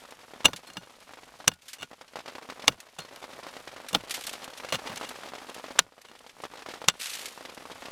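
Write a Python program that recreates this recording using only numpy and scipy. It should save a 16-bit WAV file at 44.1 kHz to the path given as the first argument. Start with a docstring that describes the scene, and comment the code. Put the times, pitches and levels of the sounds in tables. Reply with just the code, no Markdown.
"""Under an umbrella on frozen ground: sleet patters on the taut cloth just above the microphone while
a steel pick head strikes, bounces and scrapes on the soil. Crumbs of earth scatter and loose grit trickles.
Sleet is short dents in the cloth plus drumming and hiss; blows are coloured noise bursts plus steel and
wooden handle tones; scrapes are runs of small catches; soil is bright noise bursts; wind is a low noise.
The steady background of patter, grit and wind dips together after most blows."""
import sys
import numpy as np
from scipy import signal
from scipy.fft import rfft, irfft, next_fast_len
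from scipy.io import wavfile
from scipy.ndimage import map_coordinates

SR = 44100
rng = np.random.default_rng(int(sys.argv[2]) if len(sys.argv) > 2 else 0)


def waveform_to_disk(signal):
    """Save audio, clipped to [-1, 1], as 16-bit WAV at the path in sys.argv[1]."""
    frames = np.transpose(np.atleast_2d(signal))
    scaled = np.clip(frames, -1, 1) * 32767
    samples = np.round(scaled).astype(np.int16)
    wavfile.write(sys.argv[1], SR, samples)


def ratio(d):
    """dB to gain"""
    e = np.asarray(d, float) / 20
    return 10 ** e


N = 348831  # length in samples

# Tone colours, columns: pitch_hz [Hz], level_db [dB per Hz]
# rattling umbrella cloth
CLOTH_COLOUR = [(88, -35), (150, -26.5), (254, 5.5), (348, -10), (514, 4.5), (730, 0), (1290, 1),
                (2300, -7.5), (4000, -32.5)]
# spray of ice
SPRAY_COLOUR = [(1000, -20), (1800, 2.5), (3300, 2), (5100, -2), (14000, -22.5), (16000, -41)]
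# crushed frozen crust
CRUNCH_COLOUR = [(180, -24.5), (300, -10.5), (1200, 1.5), (2400, 0.5), (3600, 3), (5000, -4), (7000, -33)]
# treble of the breaking crust
CRACK_COLOUR = [(3000, -27.5), (4500, -16), (6000, 2.5), (10000, -8), (16000, -24.5)]
# quick knock of the frozen ground
KNOCK_COLOUR = [(150, -22), (250, -5), (530, 5), (1200, -3.5), (2500, -23.5)]
# slower boom of the frozen ground
BOOM_COLOUR = [(50, -36), (100, 0), (185, 3), (300, -0.5), (600, -69)]
# Tones of the steel pick head, columns: pitch_hz [Hz], level_db [dB],
# free_t60_s [s to fall 60 dB when nothing grips it], light_gain_db [dB gained per 10 dB lighter contact]
STEEL_TONES = [(1240, -9, .03, -1), (1445, -22, .17, 3), (1675, -9, .035, -1), (2280, -10, .035, -1),
               (2830, -3, .05, .5), (3540, -4, .055, -1), (4270, -37, .13, 7.5), (5340, -14, .04, -1),
               (5920, -7, .035, -2), (6010, -25, .12, .5), (6700, -11, .03, -1), (7700, -14, .04, 0),
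               (9870, -17, .04, 1)]

USUAL_BACKGROUND_DB = -48.5  # grit and wind are set relative to this background level


def unit(x):
    """Scale to an rms (average strength) of 1."""
    return x / np.sqrt(np.mean(x ** 2) + 1e-20)


def coloured(x, spectrum):
    """Filter x through a smooth (Hz, dB) spectrum, scaled so that white noise keeps its power."""
    padded = next_fast_len(N + 8192)
    hz, level_db = np.transpose(spectrum)
    bin_hz = np.fft.rfftfreq(padded, 1 / SR)
    gain = ratio(np.interp(np.log(bin_hz + 1), np.log(hz + 1), level_db))
    return irfft(rfft(x, padded) * unit(gain), padded)[:N]


def placed(times, sounds):
    """Add up short sounds (one row each) that start at the given times."""
    index = np.round(times * SR).astype(int)[:, None] + np.arange(sounds.shape[1])
    return np.bincount(index.ravel(), sounds.ravel(), N + SR)[:N]


def bursts(times, level_db, t60_ms, rise_ms, size=3000):
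    """White noise bursts that rise, then fall by 60 dB every t60_ms."""
    def column(values):
        return np.reshape(values, (-1, 1))

    ms = np.arange(size) / SR * 1000
    fade = ratio(column(level_db) - 60 * ms / column(t60_ms))
    shape = fade * (1 - np.exp(-ms / column(rise_ms)))
    return placed(times, shape * rng.standard_normal(shape.shape))


def ringing(tones, times, start_db, light_db, length, spread_db, size=5000):
    """A struck body: light contacts favour other tones than hard ones, and the soil's grip shortens the ring."""
    t = np.arange(size) / SR
    out = np.zeros((len(times), size))
    shares_db = spread_db * rng.standard_normal((len(times), len(tones)))
    for (hz, tone_db, free_t60_s, light_gain_db), share_db in zip(tones, shares_db.T):
        first_db = start_db + tone_db + share_db + light_gain_db * light_db / 10
        fade = ratio(first_db[:, None] - 60 * t / (free_t60_s * length[:, None]))
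        out += fade * np.sin(2 * np.pi * hz * t)
    return placed(times, out)


def shower(rate, spread_db, top_db):
    """Random landing times (rate per second) and levels: many small, few large."""
    draw = rng.random((int(rate * N / SR), 2))
    times = draw[:, 0] * N / SR
    level_db = -spread_db * np.log(1 - draw[:, 1])
    return times, np.minimum(level_db, top_db)


def background_level():
    """Level of the steady background in dB, read from a table: it dips after most blows, then climbs back."""
    # The background's level over time, columns: time_s [s], level_db [dB]
    level_curve = [(0, -46), (.15, -52.5), (1.06, -54.5), (1.4, -52), (1.58, -67.5), (1.7, -59.5),
                   (2.1, -59), (2.5, -51), (2.67, -47), (2.76, -57.5), (2.97, -58.5), (3.02, -51),
                   (3.39, -46.5), (3.99, -47.5), (4.2, -47.5), (4.65, -47.5), (4.89, -39.5), (5.2, -45.5),
                   (5.77, -45), (5.86, -64.5), (6.1, -58), (6.42, -55), (6.75, -47), (6.95, -53),
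                   (7.1, -49.5), (7.58, -48), (7.91, -41.5)]
    return np.interp(np.arange(N) / SR, *np.transpose(level_curve))


def wind(background_db):
    """Low rumbling noise that dips, less deeply, with the whole background and wanders with random gusts."""
    # Colour of the rumble, columns: pitch_hz [Hz], level_db [dB per Hz]
    rumble_colour = [(15, -2), (25, 0), (37, 2.5), (156, -1.5), (250, -2), (320, -31), (550, -120)]
    t = np.arange(N) / SR
    gusts_db = 2 * map_coordinates(rng.standard_normal(44), [t * 5])  # 5 random points a second
    level_db = -70.5 + 0.4 * (background_db - USUAL_BACKGROUND_DB) + gusts_db
    return ratio(level_db) * coloured(rng.standard_normal(N), rumble_colour)


def taps(times, level_db, tick_s=0.00012, rebound_s=0.00038, spread=0.16, size=120):
    """The cloth snaps away in a sharp dent, then swings back more slowly; the speed varies from tap to tap."""
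    scale = np.exp(spread * rng.standard_normal((len(times), 1)))
    t = (np.arange(size) / SR - 4 * tick_s) / scale
    dent = np.exp(-np.abs(t) / tick_s)
    back = np.exp(-((t - rebound_s) / (0.74 * rebound_s)) ** 2)
    back *= dent.sum(1, keepdims=True) / back.sum(1, keepdims=True)  # no net push
    return placed(times, ratio(level_db[:, None]) * (back - dent))


def panels(times, level_db, centre_hz=750, spread=0.484, cycles=9, size=900):
    """A struck panel of cloth drums at its own pitch, falling 60 dB in a few cycles."""
    pitch_hz = centre_hz * np.exp(spread * rng.standard_normal((len(times), 1)))
    turns = pitch_hz * np.arange(size) / SR
    fade = ratio(level_db[:, None] - 60 * turns / cycles)
    return placed(times, fade * np.sin(2 * np.pi * turns))


def pellets(times, tap_db, spray_db, count=3):
    """A tap, weaker repeats from ribs, ground and bounces, a short drum and rattle of the cloth, a spray of ice."""
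    draw = rng.random((len(times), count, 2))
    later = times[:, None] + 0.00314 + 0.02 * draw[..., 0]
    weaker_db = tap_db[:, None] - 13.0 - 12 * draw[..., 1]
    repeats = taps(later.ravel(), weaker_db.ravel())
    drum = panels(times + 0.00085, tap_db - 15)
    rattle = coloured(bursts(times, tap_db - 12.5, t60_ms=42.5, rise_ms=2.17, size=1500), CLOTH_COLOUR)
    spray = coloured(bursts(times, spray_db, t60_ms=44.3, rise_ms=2.53, size=1500), SPRAY_COLOUR)
    return taps(times, tap_db) + repeats + drum + rattle + spray


def sleet(background_db):
    """Large ice pellets stand out on the cloth; small ones merge into patter over a far wash of noise."""
    # The pellets that stand out, columns: start_s [s], tap_db [dB]
    large_pellets = [(.0877, -34.5), (.1229, -27.5), (.19, -36), (0.2815, -35.5), (0.3144, -37.5),
                     (0.3358, -28), (.3607, -33), (.405, -26.5), (0.8325, -37), (0.8725, -35),
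                     (1.0926, -31), (1.1083, -33), (1.1352, -29), (1.172, -32.5), (1.1885, -33.5),
                     (1.2327, -35), (1.2787, -39), (1.4023, -28.5), (1.4426, -29), (1.9135, -30.5),
                     (1.9315, -30.5), (2.012, -27), (2.045, -40), (2.1349, -34), (2.157, -20.5),
                     (2.169, -21.5), (2.1885, -26), (2.2039, -30), (2.2592, -26), (2.2782, -25),
                     (2.2856, -25), (2.2961, -31), (2.322, -33), (2.3519, -23.5), (2.3829, -24),
                     (2.4285, -31.5), (2.4553, -36), (2.4889, -27), (2.4994, -21.5), (2.5229, -25.5),
                     (2.595, -28), (2.6398, -26), (2.778, -46), (2.83, -37), (2.8674, -34.5), (3.0204, -35),
                     (3.1138, -38), (3.144, -35), (3.173, -34), (3.2253, -30.5), (3.2405, -24.5),
                     (3.329, -34), (3.3901, -28.5), (3.4669, -23), (3.4905, -34), (3.5663, -26),
                     (3.675, -27), (3.7182, -38), (3.7629, -28), (3.781, -30.5), (3.8012, -28),
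                     (4.0065, -28.5), (4.0366, -36), (4.179, -24.5), (4.2807, -25.5), (4.336, -23.5),
                     (4.4785, -25), (4.5996, -24), (4.6344, -26), (4.647, -21.5), (4.8372, -41),
                     (5.0117, -17.5), (5.029, -23), (5.112, -25), (5.2337, -26), (5.275, -31),
                     (5.3356, -22.5), (5.358, -29), (5.4206, -29.5), (5.495, -25.5), (5.5644, -31),
                     (5.5972, -27.5), (5.641, -22.5), (5.7065, -24.5), (5.7597, -27), (5.8657, -39),
                     (5.89, -45), (5.9221, -39), (5.9798, -34.5), (6.05, -33), (6.1145, -32.5),
                     (6.1521, -35), (6.207, -38), (6.2422, -37), (6.2641, -32.5), (6.402, -29),
                     (6.4365, -19.5), (6.452, -22), (6.537, -27.5), (6.5549, -31), (6.5813, -30),
                     (6.6214, -27), (6.6616, -22), (6.6867, -24), (6.704, -31), (6.738, -23.5),
                     (6.817, -21.5), (6.8409, -24), (7.376, -25.5), (7.4086, -27), (7.4512, -24.5),
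                     (7.4946, -30.5), (7.576, -27.5), (7.654, -25.5), (7.7039, -29), (7.7861, -33.5),
                     (7.822, -25.5), (7.8842, -28)]
    times, tap_db = np.transpose(large_pellets)
    large = pellets(times, tap_db, tap_db - 14 + 3 * rng.standard_normal(len(times)))
    times, tap_db = shower(rate=120, spread_db=4.0, top_db=9.5)
    small = unit(pellets(times, tap_db, tap_db - 14.5 + 5 * rng.standard_normal(len(times))))
    cloth_wash = 0.27 * coloured(rng.standard_normal(N), CLOTH_COLOUR)
    ice_wash = 0.17 * coloured(rng.standard_normal(N), SPRAY_COLOUR)
    return large + ratio(background_db) * (0.83 * small + cloth_wash + ice_wash)


def trickle_level(background_db):
    """Strength of the running grit: it dips with the whole background; slides down the dug face add to it."""
    # Slides of loose grit, columns: start_s [s], hold_s [s before the fade], level_db [dB]
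    slides = [(4.11, 0.15, -50.5), (4.915, 0.19, -62), (6.992, 0.12, -38.5)]
    rise_s, fade_db_per_s = 0.0087, 95
    t = np.arange(N) / SR
    trickle = ratio(-60.5 + 0.55 * (background_db - USUAL_BACKGROUND_DB))
    for start_s, hold_s, level_db in slides:
        rise = np.clip((t - start_s) / rise_s, 0, 1)
        fading_s = np.maximum(t - start_s - hold_s, 0)
        trickle = trickle + rise * ratio(level_db - fade_db_per_s * fading_s)
    return trickle


def soil(background_db):
    """Crumbs land as short bright crackles; fine grit runs as dense ticks over a hiss."""
    # Landing crumbs of soil and ice, columns: start_s [s], level_db [dB], t60_ms [ms to fall 60 dB]
    crumb_landings = [(0.107, -42.5, 44), (0.561, -34.5, 67), (0.671, -45.5, 85), (1.003, -47, 32),
                      (1.536, -44, 40), (1.619, -52.5, 120), (1.656, -53, 160), (1.681, -39.5, 146),
                      (1.731, -34, 75), (2.802, -37, 40), (3.16, -32.5, 15), (3.885, -32.5, 70),
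                      (4.095, -35, 64), (4.108, -25, 66), (4.14, -29, 125), (4.209, -34, 29),
                      (4.238, -32.5, 39), (4.267, -27.5, 61), (4.293, -28.5, 34), (4.329, -34.5, 67),
                      (4.442, -34, 42), (4.574, -37, 70), (4.958, -30, 29), (5.09, -33, 42),
                      (5.497, -39.5, 31), (5.544, -34.5, 41), (6.015, -43, 40), (6.19, -45, 29),
                      (6.418, -44, 56), (7.256, -30.5, 66), (7.283, -37, 47), (7.546, -40, 32)]
    # Colour of the grit, columns: pitch_hz [Hz], level_db [dB per Hz]
    grit_colour = [(290, -48), (500, -12.5), (1080, -7), (1620, 1), (3060, 4), (10400, -3.5), (14700, -12),
                   (16000, -34)]
    times, level_db, t60_ms = np.transpose(crumb_landings)
    crumbs = bursts(times, level_db, t60_ms, rise_ms=0.83, size=8000)
    times, level_db = shower(rate=400, spread_db=13.5, top_db=16.5)
    ticks = unit(bursts(times, level_db, t60_ms=23.0, rise_ms=0.47, size=500))
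    grit = 1.075 * ticks + 0.72 * rng.standard_normal(N)
    return coloured(crumbs + trickle_level(background_db) * grit, grit_colour)


def scrapes(count=9):
    """Each drag is a run of small catches at uneven moments; they crunch and keep the gripped steel singing."""
    # Drags over the crust, columns: start_s [s], end_s [s], first_db [dB], last_db [dB],
    # ring_db [dB, steel ring relative to the catch]
    drags = [(.444, .457, -29, -24, -1), (.81, .857, -63, -53, 2.5), (1.783, 1.834, -50.5, -32.5, 1),
             (2.984, 3.011, -34.5, -48, -4.5), (4.657, 4.713, -59, -48.5, 9), (4.72, 4.758, -19.5, -28, -8),
             (5.044, 5.076, -47, -50, 3), (6.055, 6.116, -58.5, -43.5, -0.5)]
    draw = rng.random((len(drags), count, 2))
    along = ((np.arange(count) + draw[..., 0]) / count).ravel()  # 0 = start of the drag, 1 = end
    start_s, end_s, first_db, last_db, ring_db = np.repeat(drags, count, axis=0).T
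    times = start_s + along * (end_s - start_s)
    uneven_db = 13 * (draw[..., 1].ravel() - 0.5)
    level_db = first_db + along * (last_db - first_db) + uneven_db
    grip = np.full(len(times), 0.5)  # half the free ring time
    ring = ringing(STEEL_TONES, times, level_db + ring_db, light_db=26, length=grip, spread_db=3.5, size=3000)
    crunch = coloured(bursts(times, level_db - 8.5, t60_ms=48, rise_ms=1.0, size=1500), CRUNCH_COLOUR)
    crack = coloured(bursts(times, level_db - 21.5, t60_ms=80, rise_ms=0.3, size=1500), CRACK_COLOUR)
    knock = coloured(bursts(times, level_db - 9.5, t60_ms=37.0, rise_ms=1.2, size=1500), KNOCK_COLOUR)
    boom = coloured(bursts(times, level_db - 16, t60_ms=78, rise_ms=4, size=5000), BOOM_COLOUR)
    return crunch + crack + knock + boom + ring


def blows():
    """Every contact crushes frozen crust, rings the steel head and thuds through the ground; treble dies first."""
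    # Contacts of the pick: full blows first, then grazes just before them, bounces and setting down.
    # Columns: start_s [s], level_db [dB], then relative to that level: thud_db, treble_db, ring_db [dB]
    contacts = [(0.4559, -2.5, -20.5, -2, -7), (1.4785, -0.5, -32, -3, -17.5), (2.6795, 1, -24, -10, -14.5),
                (3.9484, -1.5, -20, -21.5, -16), (5.79, 3, -36, -7.5, -23.5), (6.8844, 0.5, -68, -6, -14),
                (0.4526, -13, -36, -2, -4), (0.4821, -22, -11, -26, -17), (0.533, -18, -21, -15, -14.5),
                (0.6688, -45, -27, -20.5, -3.5), (0.7012, -31.5, -18, -12, -13), (0.7342, -46, -18, 8, -9),
                (0.7698, -20, -18, -35.5, -11), (1.4752, -20.5, -7.5, 0, -15), (1.516, -28, -17, -32, -15),
                (2.674, -30, -38, 0, -15), (2.722, -35, -13, -9, -15.5), (2.9886, -33, -8, 1.5, -33),
                (3.0026, -43, -25, 7.5, -1.5), (3.93, -30, -1, 6.5, -4), (3.9446, -19, -24, -6, -20),
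                (4.7542, -16.5, -22, -13, -15.5), (5.7867, -18.5, -20, -16, -14),
                (4.924, -33.5, -8, -25, -20), (4.8952, -32, -7, -23, -12), (4.9749, -25.5, -33, -1, -11),
                (6.8796, -26.5, -5.5, -2, -15), (6.8978, -14, -46, -24, -12.5)]
    # Tones of the wooden handle, same columns as the steel tones
    handle_tones = [(178.4, -1, 0.17, 0.02), (542, -7.5, .06, 0)]
    # The last, lowest part of the thud, columns: pitch_hz [Hz], level_db [dB per Hz]
    deep_colour = [(25, -12), (50, -12), (90, -8.5), (140, -11), (250, -50)]
    times, level_db, thud_db, treble_db, ring_db = np.transpose(contacts)
    thud_db = level_db + thud_db
    crack_db = level_db + treble_db - 4.0
    length = 0.56 - 0.0187 * level_db  # share of the free ring time: lighter contacts are gripped less
    crunch = coloured(bursts(times, level_db - 10.0, t60_ms=27.1, rise_ms=0.058), CRUNCH_COLOUR)
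    crack = coloured(bursts(times, crack_db, t60_ms=18.4, rise_ms=0.36), CRACK_COLOUR)
    knock = coloured(bursts(times, thud_db + 4.5, t60_ms=49.0, rise_ms=4.2), KNOCK_COLOUR)
    boom = coloured(bursts(times, thud_db - 0.5, t60_ms=79, rise_ms=3.8, size=7000), BOOM_COLOUR)
    deep = coloured(bursts(times, thud_db - 14.5, t60_ms=190, rise_ms=19, size=12000), deep_colour)
    handle = ringing(handle_tones, times + 0.004, thud_db - 11, -level_db, length, spread_db=3.5, size=8000)
    steel = ringing(STEEL_TONES, times, level_db + ring_db, -level_db, length, spread_db=4)
    return crunch + crack + knock + boom + deep + handle + steel


def scene():
    """A low rumble of wind, canopy, ground and pick, at one microphone."""
    background_db = background_level()
    mix = wind(background_db) + sleet(background_db) + soil(background_db) + scrapes() + blows()
    return mix[None]  # one channel


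def top_cut(x):
    """Nothing passes above the cut-off."""
    return signal.sosfilt(signal.butter(12, 16700, fs=SR, output="sos"), x)


def record(dry):
    """The loudest peaks are rounded off and the deepest bass is cut."""
    soft = dry / (1 + np.abs(dry / 0.85) ** 6) ** (1 / 6)  # peaks level off towards 0.85
    bass_cut = signal.butter(1, 28 / (SR / 2), "high")  # 28 Hz
    finished = signal.lfilter(*bass_cut, soft)
    return top_cut(finished)


dry = scene()
out = record(dry)
waveform_to_disk(out)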